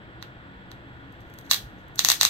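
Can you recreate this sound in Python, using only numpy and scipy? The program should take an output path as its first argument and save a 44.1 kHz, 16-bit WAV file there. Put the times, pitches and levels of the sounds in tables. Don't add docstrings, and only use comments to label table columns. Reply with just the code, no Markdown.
import sys
import numpy as np
from scipy import signal
from scipy.fft import rfft, irfft
from scipy.io import wavfile

SR = 44100
rng = np.random.default_rng(int(sys.argv[2]) if len(sys.argv) > 2 else 0)


def to_wav(s):
    ch = np.atleast_2d(s).T
    pcm = np.round(np.clip(ch, -1, 1) * 32767)
    wavfile.write(sys.argv[1], SR, pcm.astype(np.int16))


def level_to_linear(level):
    exponent = np.asarray(level, float) / 20
    return 10 ** exponent


N = 101121


def at_hz(points, hz):
    p = np.array(points)
    return np.interp(np.log(hz), np.log(np.maximum(p[:, 0], 1)), p[:, 1])


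def highpass(x, hz):
    return signal.sosfilt(signal.butter(2, hz, "high", fs=SR, output="sos"), x)


def clicks(start_s, gains):
    onset_s = 0.0011
    out = np.zeros(N)
    places = np.round((np.asarray(start_s) + onset_s) * SR).astype(int)
    np.add.at(out, places, gains)
    return out


def ring(x, hz, t60_s):
    radius = level_to_linear(-60 / (t60_s * SR))
    turn = 2 * np.pi * hz / SR
    return signal.lfilter([0, np.sin(turn)], [1, -2 * radius * np.cos(turn), radius ** 2], x + 1e-18)


SNAP_START_S = [1.5113, 1.5131, 1.5164, 1.5290, 1.5326, 1.5434, 1.5610, 1.9913, 2.0472, 2.0860, 2.0998,
                2.1164, 2.1271, 2.2108, 2.2302, 2.2498, 2.2506]
# peak_db [dB], sheet_db [dB], high_ring_db [dB], treble_db [dB]
SNAP_STRENGTH = [(1.5, 4.5, 0, 4.5), (-7, 3.0, 1.5, 5), (-14.5, 5, -3.5, 2), (-17.5, 7.5, -1.5, 3),
                 (-12.5, 5.5, -2, 2), (-11.5, 7.5, -3.5, 5), (-23, 0.5, 0.5, -0.5), (-2, 2.5, 2, 1),
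                 (1, 0.5, 3, 2), (1.5, -4.5, 2, -1), (3.5, 1.5, -1.5, 2), (-0.5, -2.2, -2, 1),
                 (-31, 0.1, 0.1, 11), (2.5, 0, -1.5, -1), (2, -6, -5, -3), (2, -1, 0.5, -1.5),
                 (-5, -11, 2, -1.5)]


def snaps(port):
    peak_db, sheet_db, high_ring_db, treble_db = np.transpose(SNAP_STRENGTH)
    colour_db = 1.5 * rng.standard_normal((len(peak_db), len(port)))
    trains = []
    for k, (hz, _, _) in enumerate(port):
        level_db = peak_db + colour_db[:, k]
        if 3000 < hz < 4400:
            level_db = level_db + sheet_db
        if 5900 < hz < 6900:
            level_db = level_db + high_ring_db
        if hz > 10000:
            level_db = level_db + treble_db
        trains.append(clicks(SNAP_START_S, -level_to_linear(level_db)))
    return trains


# start_s [s], peak_db [dB], hardness [-1 dull, 0 like a snap, 1 thin]
NAIL_TICKS = [(.2250, -27.5, -0.78), (.7150, -35, -0.71), (1.1235, -54.5, 0.77), (1.2054, -55, 0.52),
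              (1.2144, -61, 0.34), (1.2994, -55, .7), (1.3385, -45.5, 0.69), (1.3841, -64.5, 0.71),
              (1.3865, -36.5, 0.62), (1.4114, -53.5, 0.32), (1.4637, -57.5, -0.11), (1.5798, -38, -0.46),
              (1.8816, -54, 0.82), (1.957, -34.5, 0.8)]
TICK_DB = 12.5


def nail_ticks():
    thin_cut_hz, dull_cut_hz = 8700, 3450
    start_s, peak_db, hardness = np.transpose(NAIL_TICKS)
    thin, dull = np.clip(hardness, 0, 1), np.clip(-hardness, 0, 1)
    push = -level_to_linear(peak_db + TICK_DB)
    plain_ticks = clicks(start_s, push * (1 - thin - dull))
    thin_ticks = highpass(clicks(start_s, push * thin), thin_cut_hz)
    lowpass = signal.butter(2, dull_cut_hz, fs=SR, output="sos")
    dull_ticks = signal.sosfilt(lowpass, clicks(start_s, push * dull))
    return plain_ticks + thin_ticks + dull_ticks


def knock():
    knock_db, low_hz, high_hz = -9.0, 300, 2600
    start_s, peak_db, hardness = np.transpose(NAIL_TICKS)
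    push = clicks(start_s, -level_to_linear(peak_db + TICK_DB + knock_db) * np.clip(-hardness, 0, 1))
    band = signal.butter(1, [low_hz, high_hz], "band", fs=SR, output="sos")
    return signal.sosfilt(band, push + 1e-18)


# start_s [s], level_db [dB]
RUB_LEVEL = [(0, -95), (1.1, -80), (1.36, -72), (1.41, -95), (1.45, -60), (1.7, -98), (1.79, -68),
             (1.85, -79), (2.29, -82)]


def skin_rub():
    grains_per_s, cut_hz = 4600, 5200
    start_s, level_db = np.transpose(RUB_LEVEL)
    grains = (rng.random(N) < grains_per_s / SR) * rng.standard_normal(N)
    swell = level_to_linear(np.interp(np.arange(N) / SR, start_s, level_db))
    return highpass(grains, cut_hz) * swell


# left_s [s], right_s [s], level_db [dB]
NEAR_BOUNCES = [
    (.00016, .00024, 0),
    (.0011, .0013, -13),
    (.0027, .0030, -17),
]


def room():
    desk_db, desk_t60_s = -24, 0.022
    wall_s, wall_rise_s = 0.0062, 0.00088
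    wall_db, wall_t60_s = -31, 0.18
    late_db, late_t60_s = -56.5, 0.47
    t = np.arange(SR // 2) / SR
    desk_noise, wall_noise = rng.standard_normal((2, 2, len(t)))
    near = desk_noise * level_to_linear(desk_db - 60 * t / desk_t60_s)
    near[:, 0] = 1
    for left_s, right_s, level_db in NEAR_BOUNCES:
        near[[0, 1], [round(left_s * SR), round(right_s * SR)]] += level_to_linear(level_db)
    since_s = np.maximum(t - wall_s, 0)
    fade = level_to_linear(wall_db - 60 * since_s / wall_t60_s) + level_to_linear(late_db - 60 * since_s / late_t60_s)
    walls = wall_noise * (1 - np.exp(-since_s / wall_rise_s)) * fade
    return near, walls


# pitch_hz [Hz], level_db [dB], t60_s [s]
LEFT_RESONANCES = [(1398, -45, 0.0014), (3500, -18.5, 0.011), (4500, -3.5, 0.0013), (6306, -4.5, 0.0021),
                   (8400, -2.5, 0.001), (10930, -25, .003), (12900, -55, 0.0059), (13900, -21.5, 0.0039)]
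# pitch_hz [Hz], level_db [dB], t60_s [s]
RIGHT_RESONANCES = [(1880, -17, 0.0041), (3370, -28, 0.0013), (4080, -5.5, .004), (4810, -12, 0.0048),
                    (6270, -19.5, 0.0042), (11330, -22, 0.009), (12930, -10, 0.0029), (14260, -19.5, .004)]
STICKER_CUT_HZ = (823, 1440)


def sticker():
    touch_room_db = -2.5
    touch = nail_ticks() + skin_rub()
    near, walls = room()
    out = []
    for k, port in enumerate((LEFT_RESONANCES, RIGHT_RESONANCES)):
        loud, faint = np.zeros(N), np.zeros(N)
        for train, (hz, level_db, t60_s) in zip(snaps(port), port):
            loud += level_to_linear(level_db) * ring(train, hz, t60_s)
            faint += level_to_linear(level_db) * ring(touch, hz, t60_s)
        heard = signal.fftconvolve(loud + faint, near[k])
        heard += signal.fftconvolve(loud + level_to_linear(touch_room_db) * faint, walls[k])
        cut_hz = STICKER_CUT_HZ[k]
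        out.append(highpass(highpass(heard[:N], cut_hz), cut_hz / 2))
    return np.array(out)


def thump():
    start_s, level_db, pitch_hz, width_s = 1.65, -38.5, 52, 0.024
    t = np.arange(N) / SR - start_s
    return level_to_linear(level_db) * np.exp(-(t / width_s) ** 2) * np.cos(2 * np.pi * pitch_hz * t)


# pitch_hz [Hz], level_db [dB per Hz]
AIR_SPECTRUM = [(20, -12.5), (100, -4), (270, -12), (700, -14.5), (3600, -26), (5200, -42.5), (8300, -58),
                (15800, -65.5)]
# pitch_hz [Hz], width_hz [Hz], level_db [dB over the air]
BACKGROUND_HUMPS = [(62, 12, 8), (121, 31, 7), (190.8, 18, 8), (274.3, 11, 11.5), (326, 31, 8.5), (890, 340, 1),
                    (1443, 79.7, 9), (1767, 550, 8.5), (3320, 140, 5.5), (6240, 460, -7), (7800, 800, 12.5)]
# pitch_hz [Hz], share [0 to 1]
AIR_LIKENESS = [(40, .8), (150, .92), (350, .85), (1000, .72), (3000, .45), (8000, .1)]
# pitch_hz [Hz], level_db [dB]
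AIR_BALANCE = [(60, -2), (240, 1.5), (950, 3.5), (3770, -4.5), (15000, 27.5)]


def air():
    air_db, lead_s = -45, 0.00026
    hz = np.maximum(np.fft.rfftfreq(N, 1 / SR), 1)
    shared, left, right = rfft(rng.standard_normal((3, N)))
    level_db = at_hz(AIR_SPECTRUM, hz)
    for pitch_hz, width_hz, hump_db in BACKGROUND_HUMPS:
        level_db = level_db + hump_db / (1 + (2 * (hz - pitch_hz) / width_hz) ** 2)
    alike = np.clip(at_hz(AIR_LIKENESS, hz), 0, 1)
    pan = level_to_linear(at_hz(AIR_BALANCE, hz) / 2)
    lead = np.exp(2j * np.pi * hz * lead_s)
    pair = np.sqrt(alike) * shared * np.array([lead, np.ones_like(lead)])
    pair = pair + np.sqrt(1 - alike) * np.array([left, right])
    out = irfft(pair * level_to_linear(level_db) * np.array([pan, 1 / pan]), N)
    return level_to_linear(air_db) * out / out.std()


def scene():
    return sticker() + knock() + thump() + air()


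def smear(x):
    length_s, level_db, cut_hz = 0.021, -41.5, 2200
    count = int(length_s * SR)
    swell = np.sin(np.pi / 2 * np.arange(count) / count) ** 2
    kernel = level_to_linear(level_db) * swell * rng.standard_normal((2, count))
    spread = signal.fftconvolve(highpass(x, cut_hz), kernel, axes=1)
    ahead = spread[:, count:count + N - 1]
    return np.pad(ahead, ((0, 0), (0, 1)))


def low_pass(x):
    return signal.sosfilt(signal.butter(12, 16660, fs=SR, output="sos"), x)


def record(dry):
    notch_hz, notch_width_hz = 9700, 1900
    softness, ceiling, top_hz = 1.3, 0.86, 16600
    x = signal.lfilter(*signal.iirnotch(notch_hz, notch_hz / notch_width_hz, fs=SR), dry)
    x = np.clip(softness * np.tanh(x / softness), -ceiling, ceiling)
    x = x + smear(x)
    x = signal.sosfilt(signal.cheby2(12, 60, top_hz, fs=SR, output="sos"), x)
    return low_pass(x)


dry = scene()
out = record(dry)
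to_wav(out)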